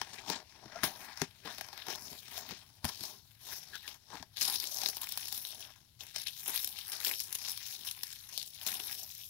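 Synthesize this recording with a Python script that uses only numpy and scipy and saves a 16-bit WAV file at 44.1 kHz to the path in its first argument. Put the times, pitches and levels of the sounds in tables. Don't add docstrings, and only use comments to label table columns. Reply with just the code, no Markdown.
import sys
import numpy as np
from scipy import signal
from scipy.fft import rfft, irfft, next_fast_len
from scipy.io import wavfile
from scipy.ndimage import uniform_filter1d

SR = 44100
rng = np.random.default_rng(int(sys.argv[2]) if len(sys.argv) > 2 else 0)


def waveform_to_disk(signal):
    frames = np.transpose(np.atleast_2d(signal))
    scaled = np.clip(frames, -1, 1) * 32767
    samples = np.round(scaled).astype(np.int16)
    wavfile.write(sys.argv[1], SR, samples)


def decibels_to_gain(level_db):
    exponent = np.asarray(level_db, float) / 20
    return 10 ** exponent


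N = 409688
T = np.arange(N) / SR
SIZE = next_fast_len(N)
HZ = np.fft.rfftfreq(SIZE, 1 / SR)
TISSUE_FROM_S = 4.36


def evened(x):
    return x / np.sqrt(np.mean(x ** 2) + 1e-20)


def read(points, hz):
    f, value = np.transpose(points)
    return np.interp(np.log(hz + 1), np.log(f + 1), value)


def add(mix, s, sound):
    part = mix[..., round(s * SR):][..., :sound.shape[-1]]
    part += sound[..., :part.shape[-1]]


def causal(gain):
    mirrored = np.r_[gain, gain[-2:0:-1]]
    log_gain = np.log(np.maximum(mirrored, 1e-5))
    taps = np.fft.ifft(np.exp(np.conj(signal.hilbert(log_gain)))).real[:len(gain)]
    return taps / np.linalg.norm(taps)


def tail(t60_s, size):
    taps = rng.standard_normal(size) * decibels_to_gain(-60 * np.arange(size) / SR / t60_s)
    return taps / np.linalg.norm(taps)


def wander(size, count):
    once = uniform_filter1d(rng.standard_normal((count, N)), size=size)
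    return evened(uniform_filter1d(once, size=size))


# frequency in Hz, relative level in dB per Hz.
SHEET_COLOUR = [(900, -36), (1700, -8.5), (2400, -0.5), (3700, 0.5), (5500, -0.5), (6800, -9),
                (8080, -13.5), (11000, -3.5), (15700, -7.5), (16100, -67.5)]
# frequency in Hz, width in Hz, relative level in dB.
BOX_MODES = [(218, 160, -13.5), (395, 152, -12), (679, 270, -8), (938, 340, -3.5), (1706, 750, -6.5)]


def handling():
    steady, bursts = strengths()
    rub_db = np.where(T < TISSUE_FROM_S, 6.0, 0.3)
    force = steady[:, None] * crackle(per_s=1400., spread_db=3.5, rub_db=rub_db)
    force += bursts[:, None] * rng.choice([-1., 1.], (2, N))

    hz = np.fft.rfftfreq(4096, 1 / SR)
    sheet = decibels_to_gain(read(SHEET_COLOUR, hz))
    treble = 1 / np.sqrt(1 + (7800 / (hz + 1)) ** 12)
    dull = 1 / (1 + (hz / 3200) ** 4)
    bands = np.sqrt(dull), np.sqrt((1 - dull) * (1 - treble ** 2)), treble
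    out = np.zeros((2, N))
    for band_force, db, band in zip(force, (-7.5, -.6, 0), bands):
        out += signal.oaconvolve(band_force * decibels_to_gain(db), causal(sheet * band)[None], axes=1)[:, :N]

    swells = wander(size=4000, count=len(BOX_MODES))
    for k, ((f, width_hz, db), swell) in enumerate(zip(BOX_MODES, swells)):
        peak = 1 / (1 + (2 * (hz - f) / width_hz) ** 2) ** 0.85
        mode = -(-1) ** k * causal(peak)
        out += signal.oaconvolve(force[3] * decibels_to_gain(db + 2.2 * swell), mode[None], axes=1)[:, :N]
    return drift(out, depth_db=2.4)


# time in seconds, thinness of the sheet as
# treble in dB, grip on the box as body in dB.
TOUCH = [(0, -11, -1.5), (.3, -9, -1.5), (.5, -25, -4), (.7, -20, 1.5), (.82, -4, 6), (.86, 0, -1),
         (1.151, -9.5, -5), (1.95, -3.5, -1.5), (2.3, 2.5, -9.5), (2.52, -9.5, -2.5), (2.9, -3, -8.5),
         (3.6, -2.5, -11), (3.85, -8.5, -15), (4.2, -11, -0.5), (4.4, -4, -15), (5.05, 2, -10.5),
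         (5.4, 1, -15), (5.7, -7, -8.5), (6.05, -8, -15.5), (6.5, 1, -13.5), (7.1, 1.5, -10.5),
         (8.3, -1.5, -17.5), (8.72, 1.5, -11), (9.2, 1, -15)]
# start in seconds, relative peak in dB.
SNAPS = [(0.0144, -22), (0.2993, -19), (0.6563, -41), (0.8336, -20.5), (1.173, -33.5), (1.2164, -18),
         (1.4543, -35), (1.5822, -31), (1.6099, -26.5), (1.6858, -37.5), (1.7292, -38), (1.776, -35.5),
         (1.8673, -33), (1.8832, -29), (2.0213, -39.5), (2.3775, -27.5), (2.5088, -31), (2.844, -22),
         (2.8512, -20), (2.8906, -27), (3.007, -32.5), (3.036, -29.5), (3.7543, -32), (3.8777, -25),
         (4.226, -33.5), (4.3699, -29), (4.4112, -19.5), (4.4776, -22), (4.4986, -21), (4.556, -26),
         (4.6001, -23.5), (4.887, -20.5), (4.9681, -24.5), (5.0145, -29), (5.0894, -28.5), (5.1214, -25.5),
         (5.1742, -22.5), (5.2822, -30.5), (5.325, -25), (5.3458, -31), (5.3763, -29), (5.6055, -33.5),
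         (6.6447, -21.5), (6.674, -25.5), (6.9185, -30), (7.0474, -20), (7.0689, -23), (7.202, -25),
         (7.3262, -25), (7.5745, -27.5), (7.9114, -27), (8.033, -24), (8.376, -22), (8.4275, -33),
         (8.6645, -22), (8.717, -31), (8.7407, -28)]
LID_UNTIL_S = 2.7
CREST_DB = 5
SNAP_RISE_S, CRACK_T60_S = .0004, 0.0091
SHUDDER_DB, SHUDDER_T60_S = -10.5, 0.038
TISSUE_SNAP_BODY_DB = -5


def strengths():
    s, thin_db, grip_db = np.transpose(TOUCH)
    low_db = np.where(T < LID_UNTIL_S, 5.0, 0.3)
    share = decibels_to_gain([low_db, 0 * T, np.interp(T, s, thin_db), np.interp(T, s, grip_db)])
    clumps_db = 1.45 * wander(size=200, count=1) + 1.9 * wander(size=900, count=4)
    steady = effort() * decibels_to_gain(clumps_db) * crinkles()

    bursts, t = np.zeros(N), T[:SR // 4]
    decay = decibels_to_gain(-60 * t / CRACK_T60_S) + decibels_to_gain(SHUDDER_DB - 60 * t / SHUDDER_T60_S)
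    shape = (1 - np.exp(-t / SNAP_RISE_S)) * decay
    for s, peak_db in SNAPS:
        add(bursts, s, decibels_to_gain(peak_db - CREST_DB) * shape)
    light = decibels_to_gain(np.outer([0.53, 0.068, 0.012, 0.92], TISSUE_SNAP_BODY_DB * (T > TISSUE_FROM_S)))
    return share * steady, share * bursts * light


# time in seconds, effort in dB.
REST = [(0, -57), (.28, -58.5), (.44, -65.5), (1.3, -65.5), (2.2, -61), (2.8, -68.5), (3.3, -70.5),
        (3.8, -73), (4.04, -70), (4.36, -78), (4.45, -52.5), (5.55, -54), (5.94, -82), (6.4, -53.5),
        (8.3, -57), (8.52, -70), (9.1, -57.5)]
# peak in seconds, effort in dB,
# settling time to 20 dB down in seconds.
GRABS = [(.285, -42, 0.1), (0.843, -35.5, 0.07), (1.457, -51.5, 0.64), (2.852, -42, 0.13),
         (2.898, -51, 0.32), (4.378, -46.5, 0.36), (4.415, -34.5, 0.22), (4.613, -44, 0.24),
         (5.033, -42.5, 0.01), (5.115, -45.5, 0.02), (5.616, -53.5, 0.22), (6.01, -48.5, 0.23),
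         (6.161, -39.5, 0.11), (6.268, -47, 0.2), (6.481, -37, 0.08), (6.544, -41.5, 0.24),
         (6.932, -48.5, 0.14), (7.205, -48.5, 0.16), (7.353, -43.5, 0.02), (8.674, -39, 0.09)]
SEIZE_S = .02
# middle in seconds,
# effort in dB, reach to 20 dB down in seconds.
SLIDES = [(.19, -54, 0.01), (0.336, -45, 0.0842), (.75, -57.5, 0.18), (1.04, -53, 0.23),
          (1.224, -48.5, 0.05), (1.916, -44, 0.0737), (2.107, -53, 0.15), (2.387, -48, 0.12),
          (2.515, -51, 0.13), (3.049, -46.5, 0.12), (3.533, -46.5, 0.13), (3.747, -54.5, 0.15),
          (3.887, -48.5, 0.09), (4.154, -52, 0.09), (4.502, -41, 0.1348), (4.75, -45, 0.09),
          (4.846, -41.5, 0.16), (5.38, -52, 0.3), (7.09, -41, 0.12), (7.49, -44, 0.09), (7.7, -47, 0.19),
          (7.88, -47.5, 0.07), (8.387, -50.5, 0.13), (8.63, -52, 0.08), (8.8, -46.5, 0.35),
          (8.95, -50, 0.25), (9.21, -55, 0.1)]
ROUNDNESS = 1.52


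def effort():
    t = T[::32]
    power = decibels_to_gain(np.interp(t, *np.transpose(REST))) ** 2
    for s, db, settle_s in GRABS:
        power = power + decibels_to_gain(db - 20 * np.maximum((t - s) / settle_s, (s - t) / SEIZE_S)) ** 2
    for s, db, reach_s in SLIDES:
        power = power + decibels_to_gain(db - 20 * (abs(t - s) / reach_s) ** ROUNDNESS) ** 2
    return np.interp(T, t, np.sqrt(power))


CRINKLES_PER_S, CRINKLE_DB, CRINKLE_T60_S = 120, 4, .025


def crinkles():
    size = rng.exponential(1, N) * (rng.random(N) < CRINKLES_PER_S / SR)
    decay_power = decibels_to_gain(CRINKLE_DB - 60 * T[:2000] / CRINKLE_T60_S) ** 2
    lift = signal.oaconvolve(size, decay_power)[:N]
    return evened(np.sqrt(1 + abs(lift)))


def crackle(per_s, spread_db, rub_db):
    happens = rng.random(N) < per_s / SR
    size = decibels_to_gain(spread_db * np.minimum(rng.exponential(1, N), 4)) * happens
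    patch, ticks = rng.integers(0, 20, N), np.zeros((2, N))
    for k, hz in enumerate(np.linspace(1500, 16000, 20)):
        ring = np.exp(-T[:40] * hz) * np.cos(2 * np.pi * hz * T[:40])
        for path in ticks:
            echoed = np.convolve(evened(ring), tail(0.004, size=400))
            add(path, 0, signal.oaconvolve(size * (patch == k), echoed))
    rub = decibels_to_gain(rub_db) * rng.standard_normal((2, N))
    return (evened(ticks) + rub) / np.sqrt(1 + decibels_to_gain(rub_db) ** 2)


def drift(x, depth_db):
    z = signal.stft(x, nperseg=256, noverlap=192)[2]
    patches = rng.standard_normal(z.shape[1:])
    for _ in range(2):
        patches = uniform_filter1d(patches, size=7, axis=0)
        patches = uniform_filter1d(patches, size=50, axis=1)
    z = z * decibels_to_gain(depth_db * evened(patches))
    return signal.istft(z, nperseg=256, noverlap=192)[1][:, :N]


# start in seconds, length in seconds, middle pitch in Hz,
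# relative level in dB.
SQUEAKS = [(0.75, 0.032, 703, -41.5), (3.724, 0.048, 1695, -45.5), (3.829, 0.05, 1750, -53.5)]


def squeaks():
    out = np.zeros(N)
    for s, length_s, hz, db in SQUEAKS:
        t = T[:round(length_s * SR)]
        slow = evened(uniform_filter1d(rng.standard_normal((2, 4000)), size=120))
        waver, flutter = slow[:, :len(t)]
        sag = .015 * (1 - 2 * t / length_s)
        phase = 2 * np.pi * np.cumsum(hz * (1 + .07 * waver + sag)) / SR
        tone = np.sin(phase) + 0.42 * np.sin(2 * phase)
        add(out, s, decibels_to_gain(db + 4.5 * flutter) * np.sin(np.pi * t / length_s) * tone)
    return out


# start in seconds, relative level in dB,
# middle frequency in Hz.
THUMPS = [(.297, -35, 287), (0.654, -45.5, 208), (.832, -34, 215), (1.216, -28.5, 256), (1.451, -43.5, 294),
          (1.877, -46, 306), (2.113, -49, 263), (2.513, -46, 307), (2.843, -30, 145), (3.008, -47, 207),
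          (4.14, -47, 300), (4.201, -46, 161)]


def thumps():
    out, t = np.zeros(N), T[:SR // 4]
    for s, db, hz in THUMPS:
        swing = sum(np.sin(2 * np.pi * ratio * hz * t) for ratio in (.62, 1, 1.55))
        swing = swing * np.sin(np.minimum(np.pi * hz * t, np.pi / 2))
        add(out, s, decibels_to_gain(db - 60 * t / 0.07) * (1 - np.exp(-t / 0.003)) * swing)
    return out


# frequency in Hz, left over right in dB.
LEFT_OVER_RIGHT = [(60, 5.5), (400, 12.5), (1300, 12), (3300, 20.5), (5800, 21), (9000, 4), (15000, 10.5)]
RIGHT_LATE_S = .00007


def ports(near, other, likeness):
    like = np.clip(likeness, 0, 1)
    late = np.exp(-2j * np.pi * HZ * RIGHT_LATE_S)
    right = like * late * rfft(near, SIZE) + np.sqrt(1 - like ** 2) * rfft(other, SIZE)
    return np.array([near, irfft(right / decibels_to_gain(read(LEFT_OVER_RIGHT, HZ)), SIZE)[:N]])


# frequency in Hz, relative level in dB per Hz.
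HUSH_COLOUR = [(20, -20), (102, 1), (531, -31), (863, -26.5), (1700, -29.5), (4030, -18.5), (8590, -31),
               (10700, -22), (15900, -27.5), (16200, -72)]


def hush():
    white = rng.standard_normal((2, SIZE))
    noise = irfft(rfft(white) * decibels_to_gain(read(HUSH_COLOUR, HZ)), SIZE)[:, :N]
    likeness = 0.84 / (1 + (HZ / 500) ** 2) ** .5
    return ports(*(decibels_to_gain(-63) * evened(noise)), likeness)


# frequency in Hz, likeness from 0 to 1.
LIKENESS = [(100, 1), (700, 0.9), (3000, 0.5), (15000, 0.3)]


def scene():
    dry = decibels_to_gain(4.0) * (handling() + squeaks() + thumps())
    room = np.array([signal.oaconvolve(path, tail(.1, size=9000))[:N] for path in dry])
    wet = dry + decibels_to_gain(-11) * room
    return ports(*wet, read(LIKENESS, HZ)) + hush()


def low_pass(x):
    return signal.sosfilt(signal.butter(12, 17010, fs=SR, output="sos"), x)


def record(dry):
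    return low_pass(dry)


dry = scene()
out = record(dry)
waveform_to_disk(out)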